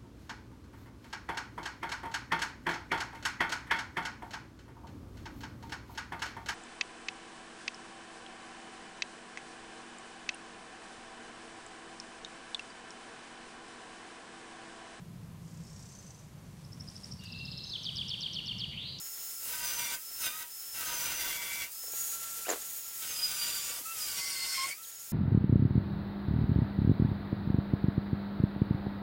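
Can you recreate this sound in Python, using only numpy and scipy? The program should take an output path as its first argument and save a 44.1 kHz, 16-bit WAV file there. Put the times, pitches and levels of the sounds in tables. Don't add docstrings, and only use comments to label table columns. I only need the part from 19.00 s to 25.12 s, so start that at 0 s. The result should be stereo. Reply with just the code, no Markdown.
import sys
import numpy as np
from scipy import signal
from scipy.fft import rfft, irfft
from scipy.io import wavfile

SR = 44100
rng = np.random.default_rng(int(sys.argv[2]) if len(sys.argv) > 2 else 0)


def bounce(signal):
    frames = np.transpose(np.atleast_2d(signal))
    limited = np.clip(frames, -1, 1)
    pcm = np.round(limited * 32767).astype(np.int16)
    wavfile.write(sys.argv[1], SR, pcm)


N = 269892
TIME = np.arange(N) / SR
FREQ = np.maximum(np.fft.rfftfreq(N, 1 / SR), 1)
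IDLE_HZ = 135.8
CUT_ATTACK_S, ATTACK_S, RELEASE_S = 0.086, 0.016, 0.017
# (start [s], end [s], scrape level [dB], spark level [dB])
CUTS = [(0.392, 0.949, -45.5, -39.5), (1.133, 1.427, -51, -46.5), (1.72, 2.642, -43.5, -38.5),
        (3.962, 4.788, -49.5, -37.5), (4.918, 5.716, -50, -35)]


def undb(db):
    return 10 ** (np.asarray(db) / 20)


def unit(x):
    return x / np.sqrt(np.mean(np.abs(x) ** 2))


def curves(table):
    times, *columns = np.transpose(table)
    return [np.interp(TIME, times, column) for column in columns]


def since(moment_s):
    return np.maximum(TIME - moment_s, 0)


def contact(start, end, attack_s=ATTACK_S):
    return np.minimum(since(start) / attack_s, 1) * np.exp(-np.minimum(since(end) / RELEASE_S, 20))


def held(table, column):
    return sum(row[column] * contact(*row[:2]) for row in table)


def sounding(table, column, attack_s=ATTACK_S):
    return sum(undb(row[column]) * contact(*row[:2], attack_s) for row in table)


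def wander(rate):
    steps = np.arange(0, TIME[-1] + 1, 1 / (12 * rate))
    slow = signal.sosfilt(signal.butter(3, 1 / 7, output="sos"), rng.standard_normal(len(steps)))
    return unit(np.interp(TIME + 1, steps, slow))


def grains(spread_db, side_db):
    mid, side = rng.standard_normal((2, N)) * undb(spread_db * rng.standard_normal((2, N)))
    return unit(mid + undb(side_db) * side * np.array([[1], [-1]]))


def colour(x, points):
    hz, db = np.transpose(points)
    return unit(irfft(rfft(x) * undb(np.interp(np.log(FREQ), np.log(hz), db)), N))


def resonate(x, modes):
    response = sum(undb(db) / (1 + 1j * (FREQ ** 2 - hz ** 2) / (FREQ * width))
                   for hz, width, db in modes)
    return irfft(rfft(x) * response, N)


def ring_on(x, t60_s):
    t = TIME[:SR // 2]
    tail = rng.standard_normal((2, len(t))) * undb(-60 * t / t60_s) * (t > .004)
    tail /= np.sqrt(np.sum(tail ** 2, axis=1, keepdims=True))
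    return signal.fftconvolve(x, tail, axes=1)[:, :N]


def pan(db):
    gains = undb(np.array([db, -db]).reshape(2, -1) / 2)
    return gains / np.sqrt(np.mean(gains ** 2, axis=0))


def tone(angle, order, rough, width_hz, apart, rasp=0):
    smear = rough * (wander(width_hz) + 1j * wander(width_hz))
    if rasp:
        smear += rasp * (wander(220) + 1j * wander(220))
    ear_fading = apart * (0.56 * wander(11.4) + 1j * wander(5.3)) * np.array([[1], [-1]])
    return unit(np.real((1 + smear + ear_fading) * np.exp(1j * order * angle)))


def glides(rows, rough):
    out = np.zeros(N)
    for start_s, length_s, start_hz, end_hz, db in rows:
        start, size = int(start_s * SR), int(length_s * SR)
        hz = np.linspace(start_hz, end_hz, size) * (1 + rough * wander(350)[:size])
        wave = np.sin(2 * np.pi * np.cumsum(hz) / SR)
        out[start:start + size] += undb(db) * signal.windows.tukey(size) * wave
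    return out


def shaft_speed(load):
    # (time [s], speed [turns/s])
    speeds = [(0.38, 135.8), (0.5, 131.3), (0.58, 125.1), (0.64, 123.6), (0.68, 120.0), (0.76, 122.0),
              (0.82, 117.0), (0.92, 117.0), (0.97, 121.0), (1.02, 131.6), (1.04, 133.3), (1.12, 135.8),
              (1.18, 135.8), (1.22, 132.3), (1.275, 123.2), (1.305, 121.4), (1.38, 128.4), (1.44, 125.9),
              (1.52, 133.9), (1.6, 135.8), (1.72, 135.8), (1.79, 133.5), (1.83, 127.6), (1.94, 124.2),
              (2.02, 118.7), (2.15, 122.2), (2.22, 115.7), (2.28, 116.2), (2.34, 113.1), (2.42, 114.5),
              (2.49, 113.7), (2.59, 115.4), (2.63, 112.7), (2.67, 116.0), (2.75, 131.8), (2.87, 135.8),
              (3.95, 135.8), (4.15, 125.1), (4.28, 123.0), (4.4, 118.2), (4.45, 118.3), (4.61, 116.6),
              (4.75, 116.3), (4.79, 118.2), (4.87, 131.8), (4.93, 134.2), (4.97, 128.9), (5.07, 118.4),
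              (5.13, 116.6), (5.21, 111.4), (5.29, 113.2), (5.37, 109.1), (5.43, 108.5), (5.47, 110.2),
              (5.61, 106.0), (5.73, 113.2), (5.775, 127.0), (5.81, 132.5), (5.91, 135.8)]
    speed_hz, = curves(speeds)
    return speed_hz * (1 + (0.00046 + 0.0012 * load) * wander(17.12))


def motor(angle, speed_hz, load, hiss_db, gear_db, whistle_db):
    # (start [s], end [s], extra level [dB], extra level of its octave [dB])
    swells = [(0.48, 0.8, 4, -4), (1.21, 1.41, 10, -10), (1.76, 1.95, 10, 0), (3.12, 3.53, 7, -2),
              (3.95, 4.78, 1, -9), (4.845, 4.925, 15.5, 3.5), (5.18, 5.55, 3, 9), (5.565, 5.655, 22.5, 1),
              (5.77, 5.82, 11.5, -4)]
    # (pitch [Hz], width [Hz], relative level [dB])
    vents = [(6710, 100, 11), (6700, 320, -10)]
    faint_orders = [3.2, 4.1, 6.2, 15, 20, 30, 49]
    faint_levels = [-15, -18, -13, -11, -24, -30, -8]
    whine = tone(angle, order=10, rough=0.21, width_hz=16, apart=0.39)
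    octave = tone(angle, order=20, rough=0.4, width_hz=39, apart=0.38)
    whine += undb(-9.5 + held(swells, column=3)) * octave
    gear = tone(angle, order=39, rough=0.24, width_hz=40, apart=0.35, rasp=0.28)
    whistle = tone(angle, order=50, rough=0.3, width_hz=41, apart=0.51, rasp=0.27)
    in_tune = np.exp(-((speed_hz - IDLE_HZ) / 3) ** 2)
    whistle += undb(-3.5) * in_tune * unit(resonate(grains(spread_db=-1, side_db=-1), vents))
    faint = sum(undb(db) * tone(angle, order, rough=0.84, width_hz=24, apart=1)
                for order, db in zip(faint_orders, faint_levels))
    free = np.exp(-((speed_hz - IDLE_HZ) / 5) ** 2)
    whine *= undb(hiss_db - 27 + 4 * load + held(swells, column=2))
    gear *= undb(gear_db - 15 * (1 - free))
    whistle *= free ** 2 * undb(whistle_db) + load * undb(-67.5)
    return whine + gear + whistle + undb(hiss_db - 24) * faint


def fan(angle, hiss_db):
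    # (frequency [Hz], relative level [dB])
    hiss_colour = [(3000, -26.5), (4500, -8), (6000, -2.5), (7000, 1.5), (9000, 1), (12000, 1.5),
                   (14000, 4), (15800, 6)]
    rush_colour = [(25, -2.5), (100, -6.5), (220, -6.5), (450, -3.5), (700, -5), (1100, -4.5), (1500, -0.5),
                   (2200, -1.5), (3300, 0.5), (4300, -1), (6000, -4), (9000, -51)]
    hiss = colour(grains(spread_db=1, side_db=-13), hiss_colour) * undb(hiss_db + wander(22))
    rush = colour(grains(spread_db=2.5, side_db=-2), rush_colour)
    rush *= undb(hiss_db - 15.5 + 0.93 * wander(17))
    return (hiss + rush) * (1 + 0.028 * np.cos(angle))


def cutting(angle, speed_hz, load):
    # (start [s], end [s], extra grit [dB], extra chatter [dB])
    digs = [(0.62, 0.72, 1, 6), (0.778, 0.94, 0.5, 4), (1.19, 1.275, 5, 8.5), (1.93, 2.06, 0.5, 6),
            (2.179, 2.642, -2.5, 2), (2.19, 2.363, 1.5, 4.5), (4.2, 4.6, 0.5, 5.5), (4.71, 4.8, -1, -2),
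            (5.16, 5.72, -0.5, -2), (5.525, 5.632, 0.5, 3.5), (5.66, 5.72, -0.5, -1)]
    # (frequency [Hz], relative level [dB])
    scrape_colour = [(25, -1), (90, -5.5), (250, -2.5), (600, -1.5), (800, -3), (1100, -4), (1500, -13),
                     (1750, -6), (2200, -7), (2800, 2.5), (3400, -3), (4200, 0), (5000, -1.5), (9000, -14)]
    pressure = undb(held(digs, column=2))
    scrape_gain = pressure * sounding(CUTS, column=2, attack_s=CUT_ATTACK_S)
    spark_gain = pressure * sounding(CUTS, column=3, attack_s=CUT_ATTACK_S)
    chatter_gain = load * undb(-53.5 + held(digs, column=3))
    moved = np.interp(TIME, (3, 4), (0, 1))
    bite = unit(undb(0.68 * np.cos(angle) + 2 * wander(15.6) + wander(330)))
    scrape = colour(bite * grains(spread_db=6, side_db=-0.5), scrape_colour) * scrape_gain
    sparks = spark_hiss(speed_hz, moved) * spark_gain
    chatter = chattering(angle) * chatter_gain
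    shake = bite * grains(spread_db=6.5, side_db=-11.5) * (undb(10.5) * scrape_gain + chatter_gain)
    shake += undb(-14) * chatter
    ringing = thin_sheet(bite, scrape_gain) + panel(shake, moved)
    return scrape + sparks + ringing + howling() + bite * chatter + squealing(angle)


def spark_hiss(speed_hz, moved):
    # (frequency [Hz], relative level [dB])
    spark_colour = [(3000, -28), (4300, -0.5), (4900, 9), (6200, 4.5), (7500, 9), (9000, 5.5), (10500, 6),
                    (12800, -1.5), (14500, 3.5), (15800, 6.5)]
    treble_hz = 10500
    hiss = colour(grains(spread_db=0, side_db=1), spark_colour)
    treble = irfft(rfft(hiss) / (1 + (treble_hz / FREQ) ** 10), N)
    treble_db = 0.61 * (speed_hz - 115) - 8.5 * moved
    return (hiss - treble + treble * undb(treble_db)) * undb(2.04 * wander(100))


def chattering(angle):
    orders = [12, 18, 20, 28, 30, 40, 50, 60, 70, 80, 90, 100, 110, 120, 130]
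    levels = [-13, -21.5, -10, -9.5, -8, -3, -5, -3.5, -1, -2, -5, -2, -1, -2, 3]
    return sum(undb(db) * tone(angle, order, rough=0.53, width_hz=36, apart=1, rasp=order / 110)
               for order, db in zip(orders, levels))


def thin_sheet(bite, scrape_gain):
    # (frequency [Hz], relative level [dB])
    band = [(700, -14), (1150, -10), (1450, -7), (2400, -1), (3100, -2), (3900, -22)]
    grit = colour(bite * grains(spread_db=4, side_db=-6), band) * scrape_gain
    return ring_on(grit, t60_s=0.23) * undb(-4)


def panel(shake, moved):
    # (pitch [Hz], width [Hz], gain at first spot [dB], gain at second spot [dB])
    modes = [(110, 60, -7.5, -6), (660, 23, -5.5, -21), (962.6, 14, 7, 3.5), (1227, 17, -0.5, -15),
             (1450, 56, -1, 1), (1530, 43, 6.5, 5.5), (1917, 57, 4, 1), (2112, 32, 4, -6),
             (2204, 42, -5, 2), (2282, 40, -2, 4), (2494, 34, -5.5, 7), (2695, 51, 3, 5.5),
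             (2805, 50, 2.5, -3), (2888, 41, -18, 9.5), (3160, 57, 0.5, 7.5), (3516, 90, -3.5, 5),
             (3795, 97, -4.5, -3), (4940, 63, 0.5, 7), (6030, 240, 1, -11)]
    out = 0
    for hz, width, first_db, second_db in modes:
        level_db = first_db + (second_db - first_db) * moved + 1.35 * wander(6)
        out += resonate(shake, [(hz, width, 0)]) * undb(level_db)
    return out


def squealing(angle):
    # (start [s], end [s], pitch [cycles/turn], level [dB])
    squeals = [(0.46, 0.92, 40, -53.5), (0.5, 0.78, 20, -65), (0.623, 0.86, 50, -44),
               (0.78, 0.904, 20, -45.5), (0.788, 0.92, 30, -49), (1.19, 1.273, 50, -48),
               (1.193, 1.233, 45, -44), (1.2, 1.226, 40, -46), (1.22, 1.33, 20, -51),
               (1.239, 1.28, 30, -42.5), (1.315, 1.334, 30, -52), (1.317, 1.406, 15, -53.5),
               (1.847, 2.196, 50, -43.5), (1.955, 2.303, 20, -56), (2.17, 2.62, 30, -51),
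               (2.306, 2.65, 20, -48.5), (2.498, 2.624, 20, -50), (2.514, 2.61, 50, -50.5),
               (4.062, 4.136, 50, -43), (4.127, 4.335, 40, -41.5), (4.214, 4.307, 40, -40.5),
               (4.217, 4.548, 50, -54), (4.38, 4.563, 40, -39.5), (4.572, 4.718, 40, -52),
               (4.352, 4.705, 60, -46.5), (4.098, 4.6, 90, -53), (4.993, 5.04, 40, -38),
               (5.063, 5.64, 40, -45.5), (5.553, 5.628, 40, -51.5), (5.158, 5.33, 50, -45.5),
               (5.483, 5.62, 50, -42), (5.15, 5.69, 80, -45), (5.558, 5.632, 30, -48.5),
               (5.54, 5.648, 20, -43), (5.687, 5.718, 20, -42), (5.7, 5.725, 40, -47)]
    out = 0
    for order in sorted({row[2] for row in squeals}):
        gain = sounding([row for row in squeals if row[2] == order], column=3)
        out += gain * tone(angle, order, rough=0.31, width_hz=40, apart=0.28, rasp=0.3)
    return out * pan(8.6)


def howling():
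    # (start [s], end [s], pitch [Hz], width [Hz], level [dB], purity [0-1])
    howls = [(0.79, 0.948, 2120, 40, -47.5, 0.54), (2.18, 2.645, 2082, 27, -49, 0.4),
             (5.162, 5.69, 2075, 30, -46.5, 0.75), (5.537, 5.725, 2190, 220, -46, 0.3),
             (5.172, 5.625, 4970, 300, -43.5, 0.04), (5.46, 5.632, 5400, 254, -47, 0.2)]
    grit = grains(spread_db=6, side_db=-9)
    out = 0
    for start, end, hz, width, db, purity in howls:
        note = tone(2 * np.pi * hz * TIME, order=1, rough=0.2, width_hz=25, apart=0.14)
        rasp = unit(resonate(grit, [(hz, width, 0)]))
        out += undb(db) * contact(start, end) * (np.sqrt(purity) * note + np.sqrt(1 - purity) * rasp)
    return out


def handling():
    # (time [s], relative level [dB])
    bumps = [(1.111, -47), (2.838, -42.5), (2.881, -46), (2.899, -49), (2.936, -41.5), (3.469, -32),
             (3.483, -29), (3.491, -22.5), (3.501, -25), (3.513, -25.5), (3.522, -27), (3.526, -32),
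             (3.534, -26.5), (3.542, -46), (3.559, -35), (3.574, -43)]
    # (pitch [Hz], width [Hz], relative level [dB])
    case_modes = [(410, 90, -6.5), (510, 152, 4.5), (685, 100, -1), (1080, 780, -11.5), (2000, 3500, -14.5),
                  (6660, 740, -14)]
    # (time [s], length [s], start pitch [Hz], end pitch [Hz], level [dB])
    squeaks = [(3.446, 0.036, 2150, 3280, -45), (3.455, 0.016, 1260, 1650, -44),
               (3.485, 0.016, 1670, 1940, -37.5), (3.487, 0.017, 6900, 7570, -33),
               (3.499, 0.009, 7400, 6200, -27), (3.51, 0.011, 7260, 5860, -33),
               (3.612, 0.016, 7100, 6500, -43), (5.83, 0.03, 4503, 2786, -50.5)]
    knocks, rub = np.zeros((2, N))
    for start_s, db in bumps:
        start = int(start_s * SR)
        knocks[start] += undb(db)
        rub[start:] += undb(db) * np.exp(-TIME[:N - start] / 0.0088)
    knocks = signal.sosfilt(signal.butter(2, 1800, fs=SR, output="sos"), knocks)
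    case = resonate(knocks + 0.06 * rub * grains(spread_db=4.5, side_db=-8), case_modes)
    case = signal.sosfilt(signal.butter(4, 275, "high", fs=SR, output="sos"), case)
    return (undb(26.5) * case + glides(squeaks, rough=0.018)) * pan(3)


def falling_zips():
    # (time [s], length [s], start pitch [Hz], end pitch [Hz])
    zips = [(4.759, 0.071, 984, 68.9), (5.639, 0.04, 910, 100), (5.656, 0.059, 1096, 414)]
    level_db = -55
    return glides([(*row, level_db) for row in zips], rough=0.1)


def garage(x):
    echo_gain = undb(-5.5)
    return (x + echo_gain * ring_on(x, t60_s=0.076)) / np.sqrt(1 + echo_gain ** 2)


def microphones(x, pan_db):
    lead_s = 6e-6 * pan_db
    fine = signal.resample_poly(x, 4, 1, axis=1)
    fine_time = np.arange(4 * N) / (4 * SR)
    left = np.interp(TIME + lead_s, fine_time, fine[0])
    right = np.interp(TIME - lead_s, fine_time, fine[1])
    return np.array([left, right]) * pan(pan_db)


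def scene():
    # (time [s], hiss [dB], gears [dB], whistle [dB], left minus right [dB])
    tool_levels = [(0.1, -38, -51.5, -49, 0.5), (1.1, -37.5, -50, -59, 1), (1.55, -39, -50.5, -56, 0.5),
                   (2.88, -37, -48, -48.5, 1), (2.98, -32, -68, -41, -0.5), (3.12, -33, -76, -41, -1.5),
                   (3.22, -32.5, -76, -51, -2), (3.58, -35, -73, -58, -2), (3.74, -35, -80, -49, -1),
                   (3.81, -37.5, -57, -49, 1), (4.88, -32, -65, -71, 2), (5.8, -38.5, -64, -49, 1.5),
                   (5.97, -40.5, -61, -49.5, 2), (6.1, -39, -58, -58, 1.5)]
    hiss_db, gear_db, whistle_db, pan_db = curves(tool_levels)
    load = sum(contact(start, end, CUT_ATTACK_S) for start, end, *_ in CUTS)
    speed_hz = shaft_speed(load)
    angle = 2 * np.pi * np.cumsum(speed_hz) / SR
    hiss_db_per_hz, dip_db, dip_s = 0.11, -4.5, 0.096
    dip = sum((TIME > end) * np.exp(-since(end) / dip_s) for _, end, *_ in CUTS) * (1 - load)
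    hiss_db += hiss_db_per_hz * (speed_hz - IDLE_HZ) + dip_db * dip
    zips = falling_zips()
    tones = motor(angle, speed_hz, load, hiss_db, gear_db, whistle_db)
    work = garage(fan(angle, hiss_db) + cutting(angle, speed_hz, load) + zips)
    return microphones(tones + work, pan_db) + handling()


def record(dry):
    top_hz = 15900
    return signal.sosfilt(signal.ellip(12, .1, 85, top_hz, fs=SR, output="sos"), dry)


dry = scene()
out = record(dry)
bounce(out)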